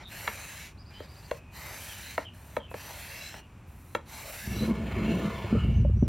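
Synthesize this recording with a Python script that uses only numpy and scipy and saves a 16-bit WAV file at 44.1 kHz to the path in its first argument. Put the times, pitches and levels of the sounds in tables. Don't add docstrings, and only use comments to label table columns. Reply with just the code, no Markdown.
import sys
import numpy as np
from scipy import signal
from scipy.fft import rfft, irfft, next_fast_len
from scipy.io import wavfile
from scipy.ndimage import uniform_filter1d, map_coordinates

SR = 44100
rng = np.random.default_rng(int(sys.argv[2]) if len(sys.argv) > 2 else 0)


def bounce(signal):
    frames = np.transpose(np.atleast_2d(signal))
    limited = np.clip(frames, -1, 1)
    pcm = np.round(limited * 32767).astype(np.int16)
    wavfile.write(sys.argv[1], SR, pcm)


N = 268125
TIME = np.arange(N) / SR
TOUCH_TIME = TIME[:SR // 4]

# (frequency [Hz], density [dB/Hz])
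OUTDOOR_SPECTRUM = [(13, -26), (22, -3.5), (76, 4.5), (345, -15), (481, -21.5), (857, -20), (1070, -20.5),
                    (1490, -24.5), (2070, -28), (2440, -24), (3210, -34.5), (4860, -40), (5570, -38.5),
                    (11100, -46), (15900, -51)]
OUTDOOR_DB = -48.5

# (start [s], end [s], tearing [dB], juice fizz [dB],
# place of fizz peak [0-1], blade singing [dB])
SLICE_STROKES = [(0.051, 0.748, -46, -49.5, 0.28, -61), (1.498, 2.232, -46.5, -49, 0.44, -57.5),
                 (2.707, 3.396, -46.5, -50.5, 0.43, -47), (4.04, 4.755, -46.5, -48.5, 0.4, -45.5)]
SLICE_ATTACK_S, SLICE_RELEASE_S = 0.098, 0.12
TEAR_RISE_DB = 2
FIZZ_LOSS_DB = 7.5
# (start [s], end [s], level [dB], juice fizz [dB])
LIGHT_CONTACTS = [(-.03, 0.066, -44.5, -73), (0.883, 1.098, -52, -64), (1.065, 1.413, -52, -59.5),
                  (2.18, 2.272, -45, -57), (2.32, 2.609, -54, -57), (2.688, 2.746, -68, -50),
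                  (3.323, 3.43, -43.5, -55), (3.41, 3.64, -89, -75), (3.653, 3.99, -65, -59.5)]
PRESS_ATTACK_S, PRESS_RELEASE_S, PRESS_RISE_DB, PRESS_DRAG_DB = 0.03, 0.053, 7.5, -2
# (level [dB], place of peak [0-1], loss half a stroke away [dB])
BLADE_DRAG = (-2.5, 0.29, 11)
# (frequency [Hz], density [dB/Hz])
FLESH_SPECTRUM = [(210, -63), (350, -9), (417, -12), (593, -3), (741, -6.5), (880, -1), (1160, -6.5),
                  (1700, 2.5), (2660, 4), (3540, -4.5), (4150, 1.5), (4900, -6.5), (5700, -4),
                  (9830, -10.5), (11700, -6), (15900, -15)]
# (frequency [Hz], width [Hz], level [dB], place of peak in stroke [0-1])
BLADE_RESONANCES = [(1720, 110, -4, .6), (2210, 160, -8.5, .7), (2726, 99, -2.5, .69),
                    (4016, 140, -0.5, 0.8), (5520, 260, -11, .72)]
BLADE_GLIDE_PER_STROKE, SING_SPAN_STROKES = 0.2, 0.086
SHIFT_WIDTH_HZ, SHIFTS_PER_S = 248.2, 7

# (time [s], length [s], first pitch [Hz], last pitch [Hz], arch [Hz], level [dB])
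BIRD_NOTES = [(0.036, 0.062, 3720, 3670, -7, -45.5), (0.9, 0.059, 2395, 2430, 0, -56),
              (0.924, 0.097, 3050, 3330, -130, -53), (1.247, 0.36, 2700, 2480, -59.5, -61.5),
              (1.803, .04, 3040, 3200, 0, -50), (1.877, 0.064, 3350, 2990, 0, -48),
              (2.247, 0.051, 3164, 2730, 58, -46), (2.578, 0.1, 3350, 3000, -58, -51),
              (2.678, 0.049, 2640, 2510, 40, -51), (3.39, 0.079, 2830, 2830, 3, -58),
              (5.712, 0.12, 5650, 5700, 523, -65), (5.959, 0.11, 5600, 5280, 564, -63.5)]
TRILL_START_S, TRILL_PERIOD_S, TRILL_LENGTH_S, TRILL_DB = 0.772, 0.0752, 0.495, -57
TRILL_TOP_HZ, TRILL_SAG_HZ_PER_S = 4920, 380
FLICK_S, FLICK_DEPTH = 0.021, 0.24
WAVER_HZ, WAVER_DEPTH = 220, 0.76

# (time [s], level [dB], knock reference pitch [Hz], first tick [dB],
# delay until full edge lands [s], hardness [dB/octave], ring length factor, thud [dB])
BOARD_CHOPS = [(0.275, -15, 1270, -5.5, 0.0027, 5, 1, -8.5),
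               (1.003, -28.5, 640, -3.5, 0.0027, -6.5, 0.43, -7),
               (1.3115, -16.5, 590, -8, 0.00282, 4, 0.42, -6.5),
               (2.178, -13.5, 770, -9.5, 0.00171, 2, 0.55, -8.5),
               (2.566, -17, 625, -2.5, 0.0034, -0.5, 0.4, -7.5),
               (2.712, -33, 729, -10, 0.0027, 2, 0.67, -1),
               (2.7408, -23.5, 620, -6, 0.00268, -1, 0.51, -6.5),
               (3.34, -33, 1190, -7.5, 0.00176, 2.5, 0.38, -11),
               (3.949, -13, 662, -5.5, 0.0025, 5.5, 0.61, -5)]
# (frequency [Hz], level [dB], t60 [s])
BOARD_MODES = [(253, -8.5, 0.068), (488, 3, 0.048), (616, 2.5, 0.058), (968, 4, 0.019), (1106, -4.5, 0.032),
               (1330, -6.5, 0.037), (1805, -0.5, 0.023), (2200, -7, 0.03), (2700, -13.5, 0.044),
               (3350, -12, 0.015), (4150, -13, 0.019), (6630, -21.5, 0.007)]
KNOCK_UNEVEN_DB = 1.8
THUD_RATIO, THUD_T60_S = 0.943, 0.019
# (frequency [Hz], level [dB], t60 [s])
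REBOUND_MODES = [(212.5, -4.5, 0.14), (305, 0, 0.076), (437, 5.5, .06), (550, -2, .05)]
REBOUND_DELAY_S, REBOUND_DB = 0.00785, -21

# (time [s], level [dB])
SLIDE_CURVE = [(4.45, -55), (4.62, -42.5), (4.78, -42.5), (5.06, -36.5), (5.38, -37.5), (5.62, -44.5),
               (5.77, -50), (5.87, -66), (6.08, -69)]
# (frequency [Hz], density [dB/Hz])
SCRAPE_SPECTRUM = [(240, -24.5), (400, -2), (665, -9.5), (707, -7.5), (1000, -4), (1440, -10),
                   (1620, -18.5), (2240, -8.5), (4160, -31), (4770, -27.5), (6800, -35.5), (15900, -38)]
# (frequency [Hz], width [Hz], level [dB])
BOWL_RESONANCES = [(662.5, 9.8, -4.5), (1440, 30, -12.5), (1750, 57, -9.5), (2198, 27, -9),
                   (2610, 200, -12.5), (3030, 280, -10), (4130, 47, -17.5), (6930, 290, -23.5)]
# (middle [s], length [s], level [dB])
GROAN_SPELLS = [(4.53, 0.25, -35), (4.633, 0.084, -22), (4.701, 0.096, -20), (4.812, 0.27, -33),
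                (4.986, 0.15, -32.5), (5.102, 0.31, -24), (5.259, 0.1, -25), (5.549, 0.097, -21),
                (5.682, 0.23, -30.5), (5.796, 0.1, -28.5), (5.859, 0.021, -33.5), (5.971, 0.062, -31),
                (6.067, 0.11, -31.5)]
GROAN_UNDER_SLIDE_DB = -3
# (frequency [Hz], density [dB/Hz])
GROAN_SPECTRUM = [(76, -46), (130, -12.5), (216, 0), (259, -16), (360, -11.5), (416, -17.5), (666, -26.5),
                  (700, -38), (910, -83), (1540, -120)]
# (time [s], level [dB])
JUDDER_CURVE = [(4.42, -55), (4.5, -32.5), (4.76, -38.5), (5.0, -33.5), (5.22, -41), (5.49, -38.5),
                (5.56, -27), (5.83, -19.5), (6.08, -26.5)]
# (frequency [Hz], density [dB/Hz])
JUDDER_SPECTRUM = [(15, -57), (25, -23), (49, -8), (70, -10.5), (102, 0), (167, -13), (220, -12.5),
                   (290, -48), (480, -120)]
# (time [s], level [dB])
BOWL_BUMPS = [(4.474, -34.5), (4.606, -29), (4.689, -31), (4.969, -29), (5.442, -29.5), (5.526, -18),
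              (5.549, -21), (5.647, -26), (5.849, -21.5), (5.893, -31.5), (6.025, -13.5)]
# (frequency [Hz], level [dB], t60 [s])
TABLE_MODES = [(108, 6, 0.18), (222, 17, 0.033), (312, -0.5, 0.054), (360.5, 5.5, 0.051), (458, 0.5, 0.029),
               (580, -0.5, 0.055)]
TAP_DB, TAP_T60_S = -19.5, 0.027
# (start [s], end [s], level [dB], place of peak [0-1],
# loss half its length away [dB])
FOOT_SQUEAL = (5.5, 5.98, -44.5, .2, 18)
SQUEAL_HZ, SQUEAL_WIDTH_HZ = 2850, 250
# (time [s], level [dB])
GLASS_CLINKS = [(5.527, -51.5), (6.026, -59)]
# (frequency [Hz], level [dB], t60 [s])
GLASS_MODES = [(1530, -5, 0.61), (2340, -17, .5), (2850, -10.5, .6)]

# (low [Hz], high [Hz], difference [dB])
SIDE_BANDS = [(30, 150, -36.5), (414, 920, -8.5), (6310, 7900, -2.5), (13420, 13800, 1.5)]
CUTOFF_HZ = 15900


def from_db(db):
    return 10 ** (np.asarray(db) / 20)


def rms_one(x):
    return x / np.sqrt(np.mean(x ** 2) + 1e-20)


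def cut(x, hz, kind, order=2):
    sos = signal.butter(order, np.clip(hz, 10, 0.45 * SR), kind, fs=SR, output="sos")
    return signal.sosfilt(sos, x + 1e-18)


def colour(x, spectrum):
    hz, db = np.transpose(spectrum)
    size = next_fast_len(N)
    f = np.maximum(np.fft.rfftfreq(size, 1 / SR), 1)
    octaves_beyond = np.abs(np.log2(f / np.clip(f, hz[0], hz[-1])))
    gain = from_db(np.interp(np.log(f), np.log(hz), db) - 36 * octaves_beyond)
    return rms_one(irfft(rfft(x, size) * gain, size)[:N])


def noise():
    return rng.standard_normal(N)


def touch_noise(t60_s):
    return rng.standard_normal(len(TOUCH_TIME)) * from_db(-60 * TOUCH_TIME / t60_s)


def drift(hz):
    return rms_one(cut(rng.standard_normal(N + SR), hz, "low")[SR:])


def grains(per_s, spread_db):
    snaps = rng.random(N) < per_s / SR
    size_db = spread_db * np.minimum(rng.exponential(1, N), 4)
    return rms_one(snaps * noise() * from_db(size_db))


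def resonate(x, hz, width_hz):
    r = np.exp(-np.pi * width_hz / SR)
    return rms_one(signal.lfilter([1, 0, -1], [1, -2 * r * np.cos(2 * np.pi * hz / SR), r * r], x))


def gliding(hz, width_hz):
    phase = 2 * np.pi * np.cumsum(hz) / SR
    return drift(width_hz / 2) * np.cos(phase) + drift(width_hz / 2) * np.sin(phase)


def even(x, window_s):
    power = np.abs(uniform_filter1d(x * x, max(int(window_s * SR), 2)))
    return x / np.sqrt(power + 1e-6)


def shifting(x, patchy_db, rise_hz_per_s):
    hz, s, spectra = signal.stft(x, SR, nperseg=1024)
    place = np.broadcast_arrays((hz[:, None] - rise_hz_per_s * s) / SHIFT_WIDTH_HZ, s * SHIFTS_PER_S)
    patches = map_coordinates(rng.standard_normal((128, 128)), place, order=2, mode="grid-wrap")
    return rms_one(signal.istft(spectra * from_db(patchy_db * patches), SR)[1][:N])


def struck(modes, detune, uneven_db, hardness_db=0, length=1):
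    hz, db, t60_s = np.transpose(modes)[:, :, None]
    pitch, strength = rng.standard_normal((2, len(modes), 1))
    level_db = db + uneven_db * strength + hardness_db * np.log2(hz / hz.mean())
    decay_db = 60 * TOUCH_TIME / (t60_s * max(length, 0.3))
    signs = -(-1) ** np.arange(len(modes))[:, None]
    waves = np.sin(2 * np.pi * hz * (1 + detune * pitch) * TOUCH_TIME)
    return np.sum(signs * from_db(level_db - decay_db) * waves, axis=0)


def add(out, s, sound, peak_db):
    at = int(np.clip(s * SR, 0, N - 1))
    out[at:at + len(sound)] += (from_db(peak_db) * sound / np.abs(sound).max())[:N - at]


def curve(rows):
    s, db = np.transpose(rows)
    return from_db(np.interp(TIME, s, db, left=-120))


def stroke(start_s, end_s, attack_s, release_s):
    up = np.clip((TIME - start_s) / attack_s, 0, 1)
    down = np.clip((end_s - TIME) / release_s, 0, 1)
    force = np.sin(np.pi / 2 * up) ** 2 * np.sin(np.pi / 2 * down) ** 2
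    return force, np.clip((TIME - start_s) / (end_s - start_s), 0, 1)


def swell(progress, db, peak_at, loss_db):
    return from_db(db - loss_db * np.abs(2 * (progress - peak_at)) ** 0.75)


def surroundings(x, t60_s, dull_hz):
    t = TIME[:SR // 2]
    echoes = rng.standard_normal(len(t)) * from_db(-60 * t / t60_s) * (t > 0.004)
    echoes = cut(echoes, dull_hz, "low", order=1)
    return signal.fftconvolve(x, echoes / np.linalg.norm(echoes))[:N]


def outdoors():
    return from_db(OUTDOOR_DB) * colour(noise(), OUTDOOR_SPECTRUM)


def knife_motion():
    tearing, drag, fizz = np.zeros((3, N))
    for start_s, end_s, db, fizz_db, fizz_peak_at, _ in SLICE_STROKES:
        force, progress = stroke(start_s, end_s, SLICE_ATTACK_S, SLICE_RELEASE_S)
        tearing += force * from_db(db + TEAR_RISE_DB * (progress - 0.5))
        drag += force * from_db(db) * swell(progress, *BLADE_DRAG)
        fizz += force * swell(progress, fizz_db, fizz_peak_at, FIZZ_LOSS_DB)
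    for start_s, end_s, db, fizz_db in LIGHT_CONTACTS:
        force, progress = stroke(start_s, end_s, PRESS_ATTACK_S, PRESS_RELEASE_S)
        force = force * from_db(PRESS_RISE_DB * (progress - 1.5))
        tearing += force * from_db(db)
        drag += force * from_db(db + PRESS_DRAG_DB)
        fizz += force * from_db(fizz_db)
    return tearing, drag, fizz


def slicing():
    tearing, drag, fizz = knife_motion()
    cells = colour(grains(9000, 1.6) + 1.46 * noise(), FLESH_SPECTRUM)
    cells = cells * from_db(0.79 * drift_33())
    cells = shifting(cells, patchy_db=3.0, rise_hz_per_s=1199)
    tear = from_db(-1.2) * rms_one(cut(cells, [1350, 6500], "band", order=3))
    rub = from_db(0.5) * rms_one(cut(cells, 1070, "low", order=4))
    juice = from_db(1.46) * rms_one(cut(cells, 8000, "high", order=4))
    return tearing * tear + drag * rub + fizz * juice


def drift_33():
    return drift(33)


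def blade():
    out = np.zeros(N)
    for hz, width_hz, db, peak_at in BLADE_RESONANCES:
        level, past_peak = np.zeros((2, N))
        for start_s, end_s, _, _, _, sing_db in SLICE_STROKES:
            force, progress = stroke(start_s, end_s, SLICE_ATTACK_S, SLICE_RELEASE_S)
            bell = np.exp(-((progress - peak_at) / SING_SPAN_STROKES) ** 2)
            level += force * from_db(sing_db + db) * bell
            past_peak += (progress - peak_at) * (force > 0)
        out += level * gliding(hz * (1 + BLADE_GLIDE_PER_STROKE * past_peak), width_hz)
    return out


def trill():
    t = TIME[:int(TRILL_LENGTH_S * SR)]
    in_note_s = t % TRILL_PERIOD_S
    top_hz = TRILL_TOP_HZ - TRILL_SAG_HZ_PER_S * t
    hz = top_hz * (1 - FLICK_DEPTH * np.maximum(1 - in_note_s / FLICK_S, 0))
    envelope = np.sqrt(np.abs(np.sin(np.pi * in_note_s / TRILL_PERIOD_S)))
    return envelope * np.sin(2 * np.pi * np.cumsum(hz) / SR)


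def birds():
    out = np.zeros(N)
    for s, length_s, first_hz, last_hz, arch_hz, db in BIRD_NOTES:
        u = np.linspace(0, 1, max(int(length_s * SR), 9))
        arch = np.sin(np.pi * u)
        hz = first_hz + (last_hz - first_hz) * u + arch_hz * arch
        add(out, s, np.sqrt(np.abs(arch)) * np.sin(2 * np.pi * np.cumsum(hz) / SR), db)
    add(out, TRILL_START_S, trill(), TRILL_DB)
    return out * (1 + WAVER_DEPTH * drift(WAVER_HZ)) / np.hypot(1, WAVER_DEPTH)


def chops():
    out, t = np.zeros(N), TOUCH_TIME
    for s, db, hz, tick_db, landing_s, hardness_db, length, thud_db in BOARD_CHOPS:
        tick = cut(struck(BOARD_MODES, 0.034, 0.27, hardness_db), 910, "high")
        knock = struck(BOARD_MODES, 0.006, KNOCK_UNEVEN_DB, hardness_db, length)
        knock = cut(knock, [0.84 * hz, 1.74 * hz], "band", order=1)
        thud = np.sin(2 * np.pi * THUD_RATIO * hz * t) * from_db(-60 * t / THUD_T60_S)
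        rebound = struck(REBOUND_MODES, 0.076, 5.4) * (1 - np.exp(-t / 0.005))
        crack = cut(rng.standard_normal(len(t)), [900, 9000], "band", order=1)
        crack = crack * from_db(-60 * t / 0.093) * (1 - np.exp(-t / 0.0011))
        edge_click = cut(touch_noise(0.016), 2000, "high", order=1)
        add(out, s + 0.00043, tick, db + tick_db)
        add(out, s + landing_s, knock, db - 0.5)
        add(out, s + landing_s, thud, db + thud_db)
        add(out, s + REBOUND_DELAY_S, rebound, db + REBOUND_DB)
        add(out, s + 0.00041, crack, db - 32.5)
        add(out, s + 0.0007, edge_click, db - 23)
    return out


def bowl_scrape(slide):
    glass = sum(from_db(db) * resonate(noise(), hz, width_hz) for hz, width_hz, db in BOWL_RESONANCES)
    glass = glass * from_db(1.7 * drift(13))
    grit = colour(grains(6000, 0.63) + 0.5 * noise(), SCRAPE_SPECTRUM)
    grit = shifting(grit, patchy_db=4.5, rise_hz_per_s=98)
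    rubbed = from_db(-3.5) * grit + from_db(-6.5) * glass
    return slide * rubbed * from_db(1.0 * drift(32))


def table_groan(slide):
    level = from_db(GROAN_UNDER_SLIDE_DB) * slide
    for s, length_s, db in GROAN_SPELLS:
        force, _ = stroke(s - length_s / 2, s + length_s / 2, 0.66 * length_s, 0.58 * length_s)
        level = level + from_db(db) * force
    hum = even(resonate(noise(), 215.1, 8.8), 0.0034)
    wood = even(from_db(3.0) * colour(noise(), GROAN_SPECTRUM) + hum, 0.041)
    wood = cut(wood, 560, "low")
    return from_db(-1.24) * level * wood


def table_judder():
    sway = even(resonate(noise(), 63.4, 4.8), 0.054)
    shake = even(colour(noise(), JUDDER_SPECTRUM) + 0.89 * sway, 0.082)
    shake = cut(shake, 180, "low", order=3)
    return from_db(0.5) * curve(JUDDER_CURVE) * shake


def bowl_bumps():
    out = np.zeros(N)
    for s, db in BOWL_BUMPS:
        tap = cut(touch_noise(TAP_T60_S), [330, 850], "band", order=3)
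        add(out, s, tap, db + TAP_DB)
        add(out, s, cut(struck(TABLE_MODES, 0.015, 6.3), 550, "low", order=3), db + 3.5)
    return out


def bowl():
    slide = curve(SLIDE_CURVE)
    return bowl_scrape(slide) + table_groan(slide) + table_judder() + bowl_bumps()


def glass_sounds():
    start_s, end_s, db, peak_at, loss_db = FOOT_SQUEAL
    force, progress = stroke(start_s, end_s, 0.13, 0.05)
    squeal = gliding(SQUEAL_HZ * np.ones(N), SQUEAL_WIDTH_HZ)
    out = force * swell(progress, db, peak_at, loss_db) * squeal
    for s, clink_db in GLASS_CLINKS:
        add(out, s, struck(GLASS_MODES, 0.002, 1.5), clink_db)
    return out


def scene():
    air, song, knocks = outdoors(), birds(), chops()
    work = slicing() + blade() + bowl() + glass_sounds()
    knock_echo = from_db(-17) * surroundings(knocks, 0.19, 4600)
    song_echo = from_db(-10) * surroundings(song, 0.27, 5000)
    mid = work + knocks + knock_echo + song + song_echo + air
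    mid = cut(mid, 46.4, "high", order=3)
    scattered = surroundings(mid, 0.041, 20000)
    side = from_db(-52.0) * scattered
    for low_hz, high_hz, db in SIDE_BANDS:
        side = side + from_db(db) * cut(scattered, [low_hz, high_hz], "band", order=3)
    side = side + from_db(-25.0) * cut(knocks, [400, 800], "band", order=1)
    return mid + side * np.array([[1], [-1]])


def record(dry):
    return signal.sosfilt(signal.ellip(12, 0.1, 90, CUTOFF_HZ, fs=SR, output="sos"), dry)


dry = scene()
out = record(dry)
bounce(out)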